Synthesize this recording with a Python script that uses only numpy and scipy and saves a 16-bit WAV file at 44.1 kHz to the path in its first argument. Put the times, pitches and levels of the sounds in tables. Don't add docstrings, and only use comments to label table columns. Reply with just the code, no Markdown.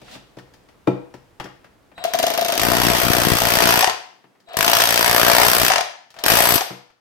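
import sys
import numpy as np
from scipy import signal
from scipy.fft import rfft, irfft
from scipy.io import wavfile
from scipy.ndimage import uniform_filter1d

SR = 44100
rng = np.random.default_rng(int(sys.argv[2]) if len(sys.argv) > 2 else 0)


def waveform_to_disk(signal):
    frames = np.transpose(np.atleast_2d(signal))
    scaled = np.clip(frames, -1, 1) * 32767
    samples = np.round(scaled).astype(np.int16)
    wavfile.write(sys.argv[1], SR, samples)


N = 308733

# time_s, hiss_db, rumble_db
BACKGROUND_LEVELS = [(0, -55.5, -60), (1.902, -58, -64.5), (3.8, -67.5, -61), (4.001, -60.5, -95),
                     (7, -70, -86)]
# frequency_hz, level_db
HISS_SPECTRUM = [(60, -35), (120, -2), (300, 0.5), (650, -4.5), (1300, -9), (2600, -15.5), (5000, -21.5),
                 (16000, -30)]
RUMBLE_SPECTRUM = [(15, -39.5), (28, -7.5), (55, -8.5), (110, -6.5), (250, -31.5), (600, -63)]
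CLOTH_SPECTRUM = [(120, -50), (200, 2), (380, -13), (409, -13), (722, -1.5), (1040, -15), (3620, -8),
                  (16000, -33)]
# start_s, clack_db, thud_db, tick_db
KNOCKS = [(0.016, -44, -39.5, -46), (.080, -36.5, -58, -52), (0.113, -50, -64, -40), (0.152, -33, -38, -58),
          (.369, -41, -33.5, -47), (0.386, -34.5, -52, -41), (0.538, -45, -53, -45),
          (.688, -42.5, -50.5, -52), (0.87, -40, -23.5, -55), (0.873, -20.5, -7, -35.5),
          (1.14, -35.5, -34, -42.5), (1.399, -19, -32.5, -32.5), (1.442, -44, -33, -35.5),
          (1.456, -29.5, -39, -55), (1.644, -36.5, -51, -51), (1.916, -42, -51, -67),
          (1.979, -26, -45, -55), (4.241, -44, -49.5, -85.5), (4.351, -51.5, -84, -69),
          (4.402, -56, -77, -53), (4.487, -41, -63, -49), (6.104, -47, -79, -41.5),
          (6.141, -37.5, -68, -44), (6.165, -33, -59, -44), (6.188, -31, -59.5, -30),
          (6.704, -30, -28.5, -54), (6.901, -45.5, -68, -59)]
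# frequency_hz, level_db
WALL_BUMP_SPECTRUM = [(40, -23), (85, -21), (140, -17), (240, -0.5), (450, -1), (700, -4.5), (1200, -18.5),
                      (3000, -66)]
HOUSING_CLACK_SPECTRUM = [(150, -4), (400, -8), (800, 7), (1200, 0), (1800, 0.5), (3300, -8), (6000, -28.5),
                          (14000, -32.5)]
STEEL_TICK_SPECTRUM = [(1500, -8), (3500, -3), (5200, -1), (8000, -12), (15000, -18)]
# pitch_hz, level_db, t60_s
WALL_MODES = [(129.5, -1.5, 0.28), (191.8, -6, 0.29), (297.7, -4.5, 0.21), (338, -2.5, .14),
              (365.6, -9, 0.29), (424, -10, 0.057), (485.7, -6, 0.26), (584, -7.5, 0.14), (666, -16, .17),
              (850, -17, 0.17), (942, -15, 0.16), (1341, -15.5, 0.13), (2417, -19.5, 0.11),
              (3660, -28.5, .12)]
FREE_BIT_MODES = [(1795, 2.5, .06), (3190, -3, 0.049), (5250, -2.5, .04)]
HOUSING_MODES = [(719, 0.5, 0.02), (780, -1.5, 0.024), (880, -12.5, 0.06), (985, -9, 0.01),
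                 (1320, -20.5, .02)]
DRIVEN_BIT_MODES = [(4640, -0.5, 0.0071), (5990, -19.5, 0.043), (7850, -8.5, 0.028), (9050, -12, .02),
                    (11610, 5, 0.0081), (11880, -9, 0.061), (12600, -0.5, .008), (14000, 0, .008)]
# on_s, off_s, gear_db, whine_db, steel_db, bedded_crunch_scale_ms
TRIGGER_PULLS = [(1.95, 3.907, -28, -44, -25, 3.66), (4.456, 5.808, -27.5, -50, -22.5, 2.4),
                 (6.137, 6.62, -30, -66, -19.5, 7.3)]
# start_s, level_db, recoil_db
LOOSE_BLOWS = [(2.0397, -15.5, -11), (2.136, -11.5, -10), (2.1878, -10, -12), (2.2283, -10, -7),
               (2.266, -10, -13), (2.3017, -13.5, -19), (2.3371, -13.5, -20), (2.376, -11.5, -9.5),
               (2.411, -12, -12.5), (2.4476, -11.5, -19), (2.483, -10.5, -15.5), (2.5218, -9.5, -11.5),
               (2.5523, -15.5, -12.5), (4.533, -34, -18.5), (6.2377, -9, -30)]
# frequency_hz, level_db
GEARBOX_SPECTRUM = [(100, -41), (300, -25.5), (480, -3.5), (600, -4), (680, 14), (770, -3.5), (900, -7),
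                    (1300, -10), (1900, -13), (4000, -12.5), (8000, -54), (16000, -48)]
TOOL_BODY_SPECTRUM = [(40, -25.5), (110, -14.5), (220, -6.5), (400, -0.5), (600, 0.5), (1200, -11),
                      (3000, -49.5)]
MASONRY_CRACK_SPECTRUM = [(150, -22.5), (350, -7.5), (600, 3), (900, 3.5), (1300, 1.5), (1800, 2),
                          (2600, -5), (3500, -12.5), (5000, -7), (7000, -37), (16000, -37.5)]
EDGE_RASP_SPECTRUM = [(1500, -25.5), (2600, -1), (3300, 1.5), (4200, -4), (5300, -1), (6300, -2),
                      (7300, -10.5), (10000, -10.5), (16000, -53)]
GRIT_SPECTRUM = [(3000, -8), (6000, -48), (7200, 0), (8100, 1), (9000, -1), (10800, -0.5), (11850, 10),
                 (12600, 5.5), (13500, 3), (14500, 7.5), (16000, -11)]
WALL_THUMP_SPECTRUM = [(15, -22), (35, -2), (60, -2.5), (120, 2.5), (200, 1.5), (320, 2.5), (500, -4),
                       (900, -24.5), (2000, -68.5)]
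# frequency_hz, left_minus_right_db
BLOW_BALANCE = [(300, 9), (700, 6.5), (1300, 6), (2400, 7), (4400, -4.5), (8000, 5), (12000, 0),
                (15000, 5.5)]
# start_s, blow_count, rate_hz, rate_change_hz_per_s, spin_up_lag_s
BURSTS = [(2.5767, 74, 60.72, -1.7, .0084), (4.5683, 66, 56.9, 3.24, .0072), (6.2615, 18, 59.5, 0, .008)]
# time_s, blow_db, thump_db, rasp_db
BEARING_LEVELS = [
    [(2.577, -29.5, -26.5, -25), (2.66, -25.5, -28, -30), (2.88, -25, -25.5, -26.0),
     (3.05, -25.5, -29.5, -28), (3.24, -26, -24, -26.5), (3.46, -26.5, -30.5, -27.5),
     (3.68, -20.0, -25.5, -23.5), (3.81, -24.5, -35, -25.5)],
    [(4.568, -26.5, -31, -27), (4.66, -25.5, -34.5, -27), (4.8, -25, -38, -23), (4.92, -26, -31.5, -25),
     (5.12, -21, -34, -25.0), (5.42, -20.5, -33.5, -24), (5.58, -24.5, -32.5, -26.5),
     (5.68, -25.5, -34.5, -21.5)],
    [(6.262, -21.0, -36.5, -23.5), (6.32, -20, -29, -21), (6.44, -21.5, -36, -26),
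     (6.555, -25.5, -28.5, -25)],
]
# start_s, level_db
CHIPS = [(2.5957, -2), (2.7008, -8.5), (2.7684, -6), (2.9002, -13.5), (4.6077, 1.5), (4.647, -4.5),
         (4.6788, 4), (4.7321, 6), (4.8004, 3), (4.8186, 2.5), (4.9762, 3), (5.683, -7), (6.2622, -13)]
# start_s, housing_db, blow_db
EASING_BLOWS = [(3.825, -9.5, -21.5), (3.843, -28.5, -20.5), (3.873, -5.5, -27), (3.896, -39, -27.5),
                (5.7, -8.5, -21.5), (5.718, -12, -23.5), (5.735, -17, -21.5), (5.758, -15, -22),
                (5.781, -11, -24.5), (5.808, -16, -26), (6.579, -36, -24.5), (6.608, -10, -28.5)]
# frequency_hz, t60_s
ROOM_T60 = [(100, 0.35), (260, 0.36), (700, 0.48), (1840, 0.51), (4850, 0.5), (8000, 0.37), (11500, 0.36),
            (15000, 0.28)]
# time_s, extra_db; then the half-width of a slip
SLIPS, SLIP_S = [(5.17, 4.7), (6.58, 7.1)], 0.042


def from_db(db):
    return 10 ** (np.asarray(db) / 20)


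def rms_one(x):
    return x / np.sqrt(np.mean(x ** 2) + 1e-20)


def unit_energy(x):
    return x / np.sqrt(np.sum(x ** 2, axis=-1, keepdims=True) + 1e-20)


def at_hz(points, hz):
    frequencies, values = np.transpose(points)
    return np.interp(np.log(np.maximum(hz, 1)), np.log(frequencies), values)


def envelope(times, db):
    return from_db(np.interp(np.arange(N) / SR, times, db, left=-200, right=-200))


def pan(db):
    return from_db(np.array([[.5], [-.5]]) * db)


def convolve(x, response):
    return signal.fftconvolve(np.atleast_2d(x), np.atleast_2d(response), axes=-1)[:, :N]


def colour(x, spectrum, balance=((1000, 0),), size=4096):
    hz = np.arange(size // 2 + 1) * SR / size
    magnitude = from_db(at_hz(spectrum, hz)) * pan(at_hz(balance, hz))
    cepstrum = irfft(np.log(magnitude))
    cepstrum[:, 1:size // 2] *= 2
    cepstrum[:, size // 2 + 1:] = 0
    response = irfft(np.exp(rfft(cepstrum)))
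    return convolve(x, rms_one(response) / np.sqrt(size))


def stereo_noise(size, alike):
    common = rng.standard_normal(size)
    return np.sqrt(alike) * common + np.sqrt(1 - alike) * rng.standard_normal((2, size))


def ring(x, modes):
    t = np.arange(SR // 2) / SR
    waves = [(-1) ** k * from_db(db - 60 * t / t60) * np.sin(2 * np.pi * hz * t)
             for k, (hz, db, t60) in enumerate(modes)]
    return convolve(x, unit_energy(sum(waves)))


def impacts(times, db, decay_ms, repeat, alike, rise_ms=0.013, size=2048):
    out, ms = np.zeros((2, N + size)), np.arange(size) * 1000 / SR
    grains = stereo_noise(size, alike)
    attack = 1 - np.exp(-ms / rise_ms)
    for start_s, gain, decay in zip(*np.broadcast_arrays(times, from_db(db), decay_ms)):
        grains = repeat * grains + np.sqrt(1 - repeat ** 2) * stereo_noise(size, alike)
        at = int(np.clip(start_s * SR, 0, N - 1))
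        out[:, at:at + size] += gain * unit_energy(grains * np.exp(-ms / decay) * attack)
    return out[:, :N] * np.sqrt(SR / 60)


def impulses(times, db):
    out = np.zeros(N)
    out[np.clip(times * SR, 0, N - 1).astype(int)] = from_db(db)
    return out * np.sqrt(SR / 60)


def background():
    times, hiss_db, rumble_db = np.transpose(BACKGROUND_LEVELS)
    hiss = envelope(times, hiss_db) * colour(stereo_noise(N, 0.31), HISS_SPECTRUM)
    rumble = envelope(times, rumble_db) * colour(stereo_noise(N, 0.66), RUMBLE_SPECTRUM)
    return hiss + rumble


def cloth_rub(peak_s=.15, peak_db=-40, rise_db_per_s=126, fall_db_per_s=380):
    t = np.arange(N) / SR - peak_s
    gain = from_db(peak_db + np.minimum(rise_db_per_s * t, -fall_db_per_s * t))
    return gain * colour(stereo_noise(N, 0.17), CLOTH_SPECTRUM)


def knocks(lowest_hz=110, give_s=.0015):
    times, clack_db, thud_db, tick_db = np.transpose(KNOCKS)
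    push = impulses(times + give_s, thud_db - 5)
    contact = push + impacts(times, thud_db - 18, decay_ms=8.7, repeat=0, alike=0.97)
    highpass = signal.butter(2, lowest_hz, "high", fs=SR, output="sos")
    boom = signal.sosfilt(highpass, ring(contact, WALL_MODES))
    bump = impacts(times + give_s, thud_db - 8.5, decay_ms=8.4, repeat=0, alike=0.24)
    clack = impacts(times, clack_db - 11, decay_ms=13, repeat=0, alike=0.49)
    tick = impacts(times, tick_db - 10, decay_ms=13, repeat=0, alike=0.21)
    clink = ring(impulses(times, tick_db - 16), FREE_BIT_MODES)
    wall = boom + colour(bump, WALL_BUMP_SPECTRUM)
    tool = colour(clack, HOUSING_CLACK_SPECTRUM) + colour(tick, STEEL_TICK_SPECTRUM) + clink
    return wall * pan(4), tool * pan(4.1)


def controller_whine(pitch_hz=3860, waver_hz=40, octave_db=-11, attack_s=.04, fall_db_per_s=500.5):
    t, gain = np.arange(N) / SR, 0
    for (on_s, _, _, whine_db, *_), (loaded_s, *_) in zip(TRIGGER_PULLS, BURSTS):
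        attack = np.clip((t - on_s) / attack_s, 0, 1)
        gain = gain + attack * from_db(whine_db - fall_db_per_s * np.maximum(t - loaded_s, 0))
    waver = rms_one(uniform_filter1d(rng.standard_normal(N), size=100))
    phase = 2 * np.pi * np.cumsum(pitch_hz + waver_hz * waver) / SR
    return gain * (np.sin(phase) + from_db(octave_db) * np.sin(2 * phase))


def gear_gain(t, slack_s=0.016, spin_up_s=0.024, spin_up_db=20, idle_db=-3, fall_db_per_s=411.5):
    gain = 1e-9
    for (on_s, off_s, gear_db, *_), (loaded_s, *_) in zip(TRIGGER_PULLS, BURSTS):
        age = t - on_s - slack_s
        swell_db = -spin_up_db * np.exp(-np.maximum(age, 0) / spin_up_s) + idle_db * (t < loaded_s)
        run_down_db = fall_db_per_s * np.maximum(t - off_s, 0)
        gain = gain + (age > 0) * from_db(gear_db + swell_db - run_down_db)
    return gain


def motor(times, recoil_s=.011):
    gear_db = 20 * np.log10(gear_gain(times))
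    shudder = impacts(times + recoil_s, gear_db - 3.5, decay_ms=3.6, repeat=0.48, alike=0.72)
    recoil = shudder + impulses(times + recoil_s, gear_db - 3.5)
    rattle = from_db(-5) * gear_gain(np.arange(N) / SR) * stereo_noise(N, 0.73)
    housing = from_db(-14.5) * ring(recoil, HOUSING_MODES)
    return (colour(rattle + recoil, GEARBOX_SPECTRUM) + housing) * pan(7.3)


def chisel(crack, rasp, steel, grit_db=-1, bit_db=-5):
    masonry = colour(crack, MASONRY_CRACK_SPECTRUM, BLOW_BALANCE)
    edge = colour(rasp, EDGE_RASP_SPECTRUM, BLOW_BALANCE)
    grit = from_db(grit_db) * colour(steel, GRIT_SPECTRUM, BLOW_BALANCE)
    t = np.arange(N) / SR
    slip_db = sum(extra_db * np.exp(-((t - time_s) / SLIP_S) ** 2) for time_s, extra_db in SLIPS)
    bit = ring(steel * from_db(bit_db + slip_db), DRIVEN_BIT_MODES) * pan(10)
    return masonry + edge + grit + bit


def loose_blows(bounce_s=.015):
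    times, db, _ = np.transpose(LOOSE_BLOWS)
    hit = impacts(times, db - 15, decay_ms=20, repeat=0.61, alike=0.48)
    hit += impacts(times, db - 24.5, decay_ms=5.4, repeat=0.98, alike=1)
    bounce_times = times + bounce_s + rng.normal(0, 0.0018, len(times))
    bounce = impacts(bounce_times, db - 17.5, decay_ms=3.8, repeat=0.18, alike=0.38)
    edge = impacts(times, db - 14, decay_ms=5.4, repeat=0.24, alike=0.58) + from_db(-1.5) * bounce
    steel = impacts(times, db - 15.5, decay_ms=4.1, repeat=0.33, alike=0.27) + from_db(-8) * bounce
    body = from_db(-5.5) * colour(hit + bounce, TOOL_BODY_SPECTRUM) * pan(5.7)
    return body + chisel(hit + bounce, edge, steel, grit_db=-2.6, bit_db=-26.5)


def free_recoil(recoil_s=.0095):
    times, _, recoil_db = np.transpose(LOOSE_BLOWS)
    kick = impulses(times + recoil_s, recoil_db - 16)
    shudder = impacts(times + recoil_s, recoil_db - 17.5, decay_ms=2.4, repeat=0.96, alike=0.73)
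    return colour(kick + shudder, GEARBOX_SPECTRUM) * pan(7.5)


def driven_blows(spin_up_blows=2, bed_in_s=0.12, fresh_scale_ms=2.4, widening_db_per_s=3):
    runs = []
    for burst, bearing, pull in zip(BURSTS, BEARING_LEVELS, TRIGGER_PULLS):
        start_s, count, rate_hz, change_hz_per_s, lag_s = burst
        *_, steel_db, bedded_scale_ms = pull
        k = np.arange(count)
        age = k / rate_hz - .5 * change_hz_per_s / rate_hz * (k / rate_hz) ** 2
        age += lag_s * (1 - np.exp(-k / spin_up_blows))
        bearing_s, *levels = np.transpose(bearing)
        blow_db, thump_db, rasp_db = [np.interp(start_s + age, bearing_s, db) for db in levels]
        fresh = np.exp(-age / bed_in_s)
        crunch_scale_ms = fresh_scale_ms * fresh + bedded_scale_ms * (1 - fresh)
        force_db = 0.13 * (blow_db - blow_db.mean())
        steel_db = steel_db + force_db + widening_db_per_s * (age - age.mean()) + 2.5 * fresh
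        times = start_s + age + rng.normal(0, .0003, count)
        runs.append([times, blow_db + 0.2, thump_db + 1.2, rasp_db + 0.8, steel_db, crunch_scale_ms])
    return np.hstack(runs)


def hammering(times, blow_db, rasp_db, steel_db, crunch_scale_ms, uneven_db=1.09):
    force_db = rng.normal(0, uneven_db, len(times))
    blow_db, rasp_db, steel_db = blow_db + force_db, rasp_db + force_db, steel_db + force_db
    scale_ms = crunch_scale_ms * from_db(rng.normal(0, 2.5, len(times)))
    strike = impacts(times + .00026, blow_db, decay_ms=0.92, repeat=0.46, alike=0.15)
    crunch = impacts(times + .0008, blow_db + 1.5, scale_ms * 1.44, repeat=0.46, alike=0.14, rise_ms=0.63)
    rasp = impacts(times + .00021, rasp_db + 2, scale_ms * 2.2, repeat=0.19, alike=0.12, rise_ms=0.41)
    steel = impacts(times + .0002, steel_db + 1, scale_ms, repeat=0.27, alike=0.074)
    return chisel(strike + crunch, rasp, steel)


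def wall_thumps(times, thump_db, uneven_db=2.5, lag_s=.0025):
    db = thump_db + rng.normal(0, uneven_db, len(times))
    push_times = times + lag_s + rng.normal(0, 0.00067, len(times))
    push = impulses(push_times, db - 7) * pan(19.4)
    shudder = impacts(times + 0.00094, db - 5.5, decay_ms=4.2, repeat=0.14, alike=0.1) * pan(15)
    return colour(push + shudder, WALL_THUMP_SPECTRUM)


def chips():
    times, db = np.transpose(CHIPS)
    snap = impacts(times, db - 22.5, decay_ms=1, repeat=0, alike=0.26)
    edge = impacts(times, db - 23, decay_ms=6.4, repeat=0, alike=.4)
    return chisel(snap, edge, from_db(-12.5) * edge)


def easing_blows(delay_s=0.0028):
    times, housing_db, blow_db = np.transpose(EASING_BLOWS)
    jolt = impacts(times + delay_s, housing_db - 11.5, decay_ms=4.3, repeat=0.42, alike=0.84)
    graze = hammering(times, blow_db, rasp_db=blow_db - 0.5, steel_db=blow_db - 15, crunch_scale_ms=2.4)
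    return ring(jolt, HOUSING_MODES) * pan(6.9) + graze


def delay_right(x, lag_s=.00018):
    n = np.arange(N)
    return np.array([x[0], np.interp(n - lag_s * SR, n, x[1])])


def room(x, onset_s=0.0039):
    t = np.arange(SR) / SR
    hz, centres_hz = np.arange(SR // 2 + 1), np.geomspace(100, 15000, 10)
    white, tail = rfft(stereo_noise(SR, 0.15)), 0
    for centre_hz, share in zip(centres_hz, np.eye(len(centres_hz))):
        band = irfft(white * at_hz(np.c_[centres_hz, share], hz), SR)
        tail = tail + band * from_db(-60 * t / at_hz(ROOM_T60, centre_hz))
    fade_in = np.clip(t / onset_s - .5, 0, 1)
    return convolve(x, unit_energy(tail * fade_in))


def scene():
    times, blow_db, thump_db, rasp_db, steel_db, crunch_scale_ms = driven_blows()
    thuds, clacks = knocks()
    blows = hammering(times, blow_db, rasp_db, steel_db, crunch_scale_ms)
    tool = blows + loose_blows() + free_recoil() + motor(times) + controller_whine()
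    airborne = delay_right(tool + chips() + easing_blows()) + clacks + cloth_rub()
    thumps = wall_thumps(times, thump_db)
    echoes = room(from_db(-6.5) * airborne + from_db(-8) * thuds + from_db(-31.5) * thumps)
    return airborne + thuds + thumps + echoes + background()


def record(dry):
    cutoff_hz = 16350
    saturated = dry / (1 + dry ** 8) ** (1 / 8)
    lowpass = signal.ellip(10, .1, 70, cutoff_hz, fs=SR, output="sos")
    return signal.sosfilt(lowpass, saturated)


dry = scene()
out = record(dry)
waveform_to_disk(out)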